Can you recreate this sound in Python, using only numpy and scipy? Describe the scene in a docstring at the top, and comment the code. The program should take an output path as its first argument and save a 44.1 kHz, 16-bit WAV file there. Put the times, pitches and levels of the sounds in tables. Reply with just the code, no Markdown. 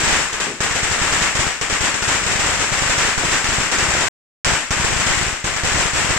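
"""A street at night, where strings of firecrackers burn down from a pole: big bangs amid runs of small ones.
Each blast is a shock wave that overloads a phone's microphones into a crack and a thump. It returns by
specular reflection from the ground and walls, and by scattering from the houses as reverberation.
Longer blast waves land as four deep pops, and one distant boom rolls in early on.
The sound cuts out once for a third of a second."""
import sys
import numpy as np
from scipy import signal
from scipy.fft import rfft, irfft
from scipy.io import wavfile
from scipy.ndimage import uniform_filter1d, minimum_filter1d

SR = 44100
rng = np.random.default_rng(int(sys.argv[2]) if len(sys.argv) > 2 else 0)


def inscribe(sig):
    """Save sig as 16-bit PCM at rate SR to the path in sys.argv[1].

    A 1-D sig is mono; a 2-D sig holds one channel per row.
    Samples are clipped to [-1, 1] before scaling.
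    """
    pcm = np.round(np.clip(np.atleast_2d(sig).T, -1, 1) * 32767)
    wavfile.write(sys.argv[1], SR, pcm.astype(np.int16))


N = 272538

# Big firecrackers that stand out of the crackle: start_s, echo_db, thump_db
BIG_CRACKERS = [(0.0005, -14.5, -27), (0.0343, -14, -17), (0.073, -21.5, -19.5), (0.131, -27, -16),
                (0.329, -19.5, -25.5), (0.401, -16, -32), (0.6046, -16.5, -16), (0.632, -16, -32),
                (0.71, -19, -19.5), (0.753, -15.5, -21), (0.8302, -15.5, -16.5), (0.9133, -17.5, -18),
                (1.016, -16.5, -14), (1.1233, -13.5, -19), (1.2178, -13, -12), (1.352, -15.5, -16.5),
                (1.3918, -14, -13.5), (1.467, -19.5, -19), (1.613, -17, -20), (1.6976, -16.5, -29),
                (1.7263, -17, -16), (1.808, -15, -17), (1.841, -14.5, -27), (1.942, -18, -22),
                (2.022, -16, -21), (2.079, -12.5, -17), (2.3942, -14.5, -15), (2.5473, -27, -32),
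                (2.6133, -16.5, -26), (2.8196, -17.5, -15), (2.8617, -16.5, -17.5), (2.8966, -12.5, -16),
                (2.9797, -11.5, -16), (3.1775, -16, -11), (3.2483, -19, -18), (3.314, -13.5, -27),
                (3.4432, -15.5, -17), (3.4887, -19.5, -15), (3.5836, -27, -13), (3.715, -13, -39),
                (3.7849, -13.5, -16.5), (3.9379, -18.5, -23), (4.009, -15.5, -23), (4.447, -11, -26),
                (4.466, -16, -9), (4.7071, -14.5, -11), (4.7992, -20.5, -14.5), (4.844, -20, -15),
                (4.9304, -23, -16), (4.9992, -15, -22), (5.065, -13.5, -16), (5.1038, -17.5, -14.5),
                (5.2802, -33, -20), (5.4427, -18.5, -16.5), (5.6354, -20.5, -14.5), (5.7582, -23.5, -14),
                (5.8558, -20, -17.5), (5.9619, -17, -23), (6.1053, -18.5, -11)]
def big_bangs(pause_s=0.23):
    """Impulsive sources: the columns of the big bangs, and how rested each is (1 after a full pause)."""
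    bangs = np.transpose(BIG_CRACKERS)
    gaps_s = np.diff(bangs[0], prepend=0)
    return bangs, np.clip(gaps_s / pause_s, 0, 1)


# Runs of small firecrackers along the fuse: start_s, end_s, echo_db, thump_db
SMALL_CRACKER_RUNS = [(0.04, 0.24, -18.5, -21.5), (0.85, 1.22, -24.5, -27.5), (2.09, 2.37, -21, -21.5),
                      (2.42, 2.62, -22, -23.5), (2.66, 2.79, -19.5, -22), (2.99, 3.13, -19, -20.5),
                      (3.179, 3.37, -24.5, -23.5), (3.45, 3.67, -20.5, -23.5), (3.79, 4.08, -23, -23),
                      (4.49, 4.55, -20.5, -15.5), (4.73, 4.98, -22.5, -21), (5.07, 5.35, -22, -19),
                      (5.45, 5.58, -24, -29), (5.64, 5.8, -20, -19), (5.91, 6.18, -21.5, -21)]
def volleys(rate_hz=36, jitter_gaps=.8, scatter_db=5.5):
    """Jittered pulse train: an uneven fuse fires unequal charges. Gives start_s, echo_db, thump_db."""
    count = int(rate_hz * N / SR)
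    late, charge = rng.uniform(-1, 1, (count, 2)).T
    times = (np.arange(count) + .5 + jitter_gaps * late / 2) / rate_hz
    db = np.full((2, count), -120.)  # inaudible between runs
    for start, end, echo_db, thump_db in SMALL_CRACKER_RUNS:
        db = np.where((times >= start) & (times < end), [[echo_db], [thump_db]], db)
    return np.array([times, *(db + scatter_db * charge)])


# Spectrum of an overloaded microphone's crack: frequency_hz, gain_db
CRACK_SPECTRUM = [(200, -4), (1800, 16.5), (4200, 4), (6300, 13), (7600, -3.5), (10000, -12),
                  (15000, -22.5)]
def cracks(times, db, height, fade_s=0.0009, gain_db=4, front_gain=3, bounce_db=-2):
    """Shock excitation: the direct front and its ground bounce set each microphone port ringing briefly."""
    shocks = strikes(times, undb(db))
    bounces = strikes(times + bounce_lag(height), undb(db + bounce_db))
    decay = np.exp(-np.arange(SR // 50) / SR / fade_s)
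    ringing = ring(shocks + bounces, decay) * rng.standard_normal((2, N))
    return undb(gain_db) * colour(front_gain * right_first(shocks) + ringing, CRACK_SPECTRUM)


def thumps(times, db, height, sag_s=.006, suction=0.13, suction_s=0.00051, gain_db=2.5, unlike_db=9.0):
    """Overload: pressure pins each microphone until about the ground bounce, then swings to suction."""
    t = np.arange(SR // 50) / SR
    pressure = np.zeros((2, N + len(t)))
    starts = np.clip(times * SR, 0, N).astype(int)
    draws = rng.standard_normal((len(times), 3))
    for start, size, lag_s, luck in zip(starts, undb(db + gain_db), bounce_lag(height), draws):
        held_s = lag_s * np.exp(.17 * luck[:2, None])
        swing = -suction * np.exp(-np.abs(t - held_s) / suction_s)
        pulse = np.where(t < held_s, np.exp(-t / sag_s), swing)
        share = undb(unlike_db * (luck[2] - 0.77) * np.array([[1], [-1]]))  # the ports overload unequally
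        pressure[:, start:start + len(t)] += size * share / share.mean() * pulse
    return butter(butter(pressure[:, :N], 22, "high", order=1), 2500, "low")


# Longer blast waves: start_s, level_db
LONG_BLASTS = [(0.6074, -12), (3.2367, -8.5), (3.586, -10.5), (3.9516, -6.5)]
def pops(length_s=0.0012):
    """A longer N-wave has a lower spectrum: with rounded edges it is a deep pop, alike left and right."""
    times, db = np.transpose(LONG_BLASTS)
    return butter(ring(strikes(times, undb(db)), n_wave(length_s)), 1500, "low")


def reflections(times, db, height, ground_db=1.5, wall_db=5.5, wall_lag_s=.011):
    """Specular reflection: ground and walls return clean N-waves; height shifts the two nearest paths."""
    ground_luck, wall_luck = undb(2.0 * np.clip(rng.standard_normal((len(times), 2)).T, -2, 1.3))
    bounces = strikes(times + bounce_lag(height), undb(db + ground_db) * ground_luck)
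    ground = ring(bounces, n_wave(0.00052))
    near_wall = strikes(times + wall_lag_s - 0.00059 * height, undb(db + wall_db) * wall_luck)
    walls = ring(near_wall + slaps(times, db), n_wave(0.00053))
    return right_first(butter(ground + walls, 5100, "low", order=3))


def bounce_lag(height):
    """Path difference: seconds the ground bounce trails the blast, for heights -1 to 1 on the string."""
    return .0036 + .0007 * height


def slaps(times, db, walls=2, near_s=.012, far_s=.075, gain_db=2.5, scatter_db=2.5):
    """Slap echo: hard walls return each bang at lags and strengths that differ from burst to burst."""
    distance, luck = rng.random((len(times), 2, walls)).transpose(1, 2, 0)
    arrivals = times + near_s + (far_s - near_s) * distance
    sizes = undb(db + gain_db - scatter_db * np.log(np.maximum(luck, np.exp(-3))))
    return strikes(arrivals.ravel(), sizes.ravel())


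# Spectrum of the street's echoes at the microphones: frequency_hz, gain_db
ECHO_SPECTRUM = [(40, -3.5), (120, -6), (300, -5), (700, -6), (1250, -2.5), (1750, 1), (2700, -1),
                 (4200, -11), (5700, -9), (6400, -10.5), (7500, -4), (8050, -11), (8500, -19),
                 (9400, -23.5), (10100, -32), (15000, -38.5)]
def reverberation(times, db, echoes_per_s=1500, scatter_db=2, low_hz=600, split_hz=3100):
    """Scattering: small echoes from fences and house fronts merge into a wash; the midrange swells last."""
    arrives = rng.random((2, N)) < echoes_per_s / SR
    sizes = undb(scatter_db * np.clip(rng.standard_normal((2, N)), -2, 1.5))
    echoes = arrives * sizes * rng.choice([-1, 1], (2, N))
    field = spread(.55 * echoes / echoes.std() + .83 * rng.standard_normal((2, N)))
    below = butter(field, split_hz, "low", order=3)
    bass = butter(below, low_hz, "low", order=3)
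    body = butter(below, low_hz, "high", order=3)
    treble = butter(field, split_hz, "high", order=3)
    bass *= echo_envelope(times, db, build_s=0.0012, near_s=0.036, far_s=0.041, far_share=0.67)
    body *= echo_envelope(times, db, build_s=0.016, near_s=0.044, far_s=0.049, far_share=0.83)
    treble *= echo_envelope(times, db, build_s=0.0019, near_s=0.051, far_s=0.048, far_share=0.87)
    return undb(-2.5) * colour(bass + body + treble, ECHO_SPECTRUM)


def echo_envelope(times, db, build_s, near_s, far_s, far_share):
    """Incoherent echoes add in power, which builds, then decays exponentially from near and far fronts."""
    t = np.arange(SR) / SR
    power = (1 - np.exp(-t / build_s)) * (np.exp(-t / near_s) + far_share * np.exp(-t / far_s))
    total_power = ring(strikes(times, undb(db) ** 2), power)
    return np.sqrt(np.maximum(total_power, 0))


# Likeness of the echoes at the two microphones: frequency_hz, correlation
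ECHO_COHERENCE = [(60, -0.021), (250, 0.17), (600, 0.6), (1300, 0.85), (2200, 0.27), (3500, -0.061),
                  (8000, -0.16)]
def spread(pair):
    """Partial coherence: two independent signals mix as mid and side into a correlated left and right."""
    alike = np.clip(per_bin(ECHO_COHERENCE), -1, 1)
    weights = np.sqrt([(1 + alike) / 2, (1 - alike) / 2])
    mid, side = irfft(rfft(pair, 2 * N) * weights)[:, :N]
    return np.array([mid + side, mid - side])


def far_boom(start_s=.467, fade_s=0.087, level_db=-28, hollow_hz=393, width_hz=55, hollow_db=-3):
    """Resonance in a low band of decaying noise: one distant, hollow boom, alike at both microphones."""
    age = np.arange(N) / SR - start_s
    rumble = butter(butter(rng.standard_normal(N), 150, "high", order=3), 520, "low", order=4)
    hollow = signal.lfilter(*signal.iirpeak(hollow_hz, hollow_hz / width_hz, SR), rumble)
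    boom = rumble + undb(hollow_db) * hollow
    return undb(level_db) * boom / boom.std() * (age > 0) * np.exp(-np.abs(age) / fade_s)


def n_wave(length_s):
    """The N-wave of a blast: a jump in pressure, a straight fall to suction, a jump back."""
    n = np.arange(int(length_s * SR) + 2)
    return (1 - 2 * n / (length_s * SR)) * np.clip(length_s * SR - n, 0, 1)


def right_first(wave, lag_samples=4):
    """Time difference of arrival: a wave reaches the right port before the left."""
    return np.array([np.roll(wave, lag_samples), wave])


def strikes(times, sizes):
    """Impulse train: one impulse per event."""
    return np.bincount(np.clip(times * SR, 0, N).astype(int), sizes, N + 1)[:N]


def ring(x, shape):
    """Convolution: every impulse of x starts the given shape."""
    return signal.fftconvolve(x, shape)[:N]


def undb(db):
    """Decibels to amplitude ratio."""
    return 10 ** (np.asarray(db) / 20)


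def per_bin(points):
    """Log-frequency interpolation of (frequency_hz, value) points, one value per bin."""
    hz, value = np.transpose(points)
    return np.interp(np.log(np.arange(N + 1) * SR / (2 * N) + 1), np.log(hz), value)


def colour(x, points):
    """Minimum-phase filter shaped by (frequency_hz, gain_db) points; white noise keeps its power."""
    gain = undb(per_bin(points))
    cepstrum = irfft(np.log(gain / np.sqrt(np.mean(gain ** 2))))
    cepstrum[1:N] *= 2  # folding the cepstrum makes the filter causal
    cepstrum[N + 1:] = 0
    return irfft(rfft(x, 2 * N) * np.exp(rfft(cepstrum)))[..., :N]


def butter(x, hz, kind, order=2):
    """Maximally flat low-pass or high-pass."""
    return signal.sosfilt(signal.butter(order, min(hz, SR / 2 - 1), kind, fs=SR, output="sos"), x)


def scene(fresh_db=6, thump_share=0.28):
    """Superposition: direct blasts, their echoes, the pops and the distant boom add in pressure."""
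    big, rested = big_bangs()
    small = volleys()
    times, echo_db, thump_db = np.hstack([big, small])
    height = rng.uniform(-0.96, 1, len(times))
    # a big bang that follows a pause cracks harder than one inside a volley
    rested = np.r_[rested, np.zeros(small.shape[1])]
    crack_db = echo_db + thump_share * (thump_db - echo_db) + fresh_db * (rested - .5)
    direct = cracks(times, crack_db, height) + thumps(times, thump_db, height)
    echoes = reflections(times, echo_db, height) + reverberation(times, echo_db)
    return direct + echoes + pops() + far_boom()


# Sensitivity of the left microphone over the right: frequency_hz, difference_db
MICROPHONE_MISMATCH = [(25, 3), (60, 6.5), (350, 4.5), (700, 2), (1400, 2.5), (2200, 5.5), (3600, 0.5),
                       (5500, 2.5), (7200, 4.5), (8500, 13.5), (11000, 4), (15000, 8)]
def record(dry, ceiling=0.47, hold_s=0.0016, cutout_s=(4.085, 4.4468), top_hz=15200):
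    """Transduction: two unlike microphones, a fast peak limiter, a short cut-out and a steep low-pass."""
    tilt = undb(np.outer([1, -1], per_bin(MICROPHONE_MISMATCH)) / 2)
    heard = irfft(rfft(dry, 2 * N) * tilt)[:, :N]
    hold = int(hold_s * SR) + 1
    needed_gain = ceiling / np.maximum(np.abs(heard), ceiling)
    limited = heard * uniform_filter1d(minimum_filter1d(needed_gain, hold), hold)
    t = np.arange(N) / SR
    live = (t < cutout_s[0]) | (t > cutout_s[1])
    return signal.sosfilt(signal.ellip(8, .2, 70, top_hz, fs=SR, output="sos"), limited * live)


dry = scene()
out = record(dry)
inscribe(out)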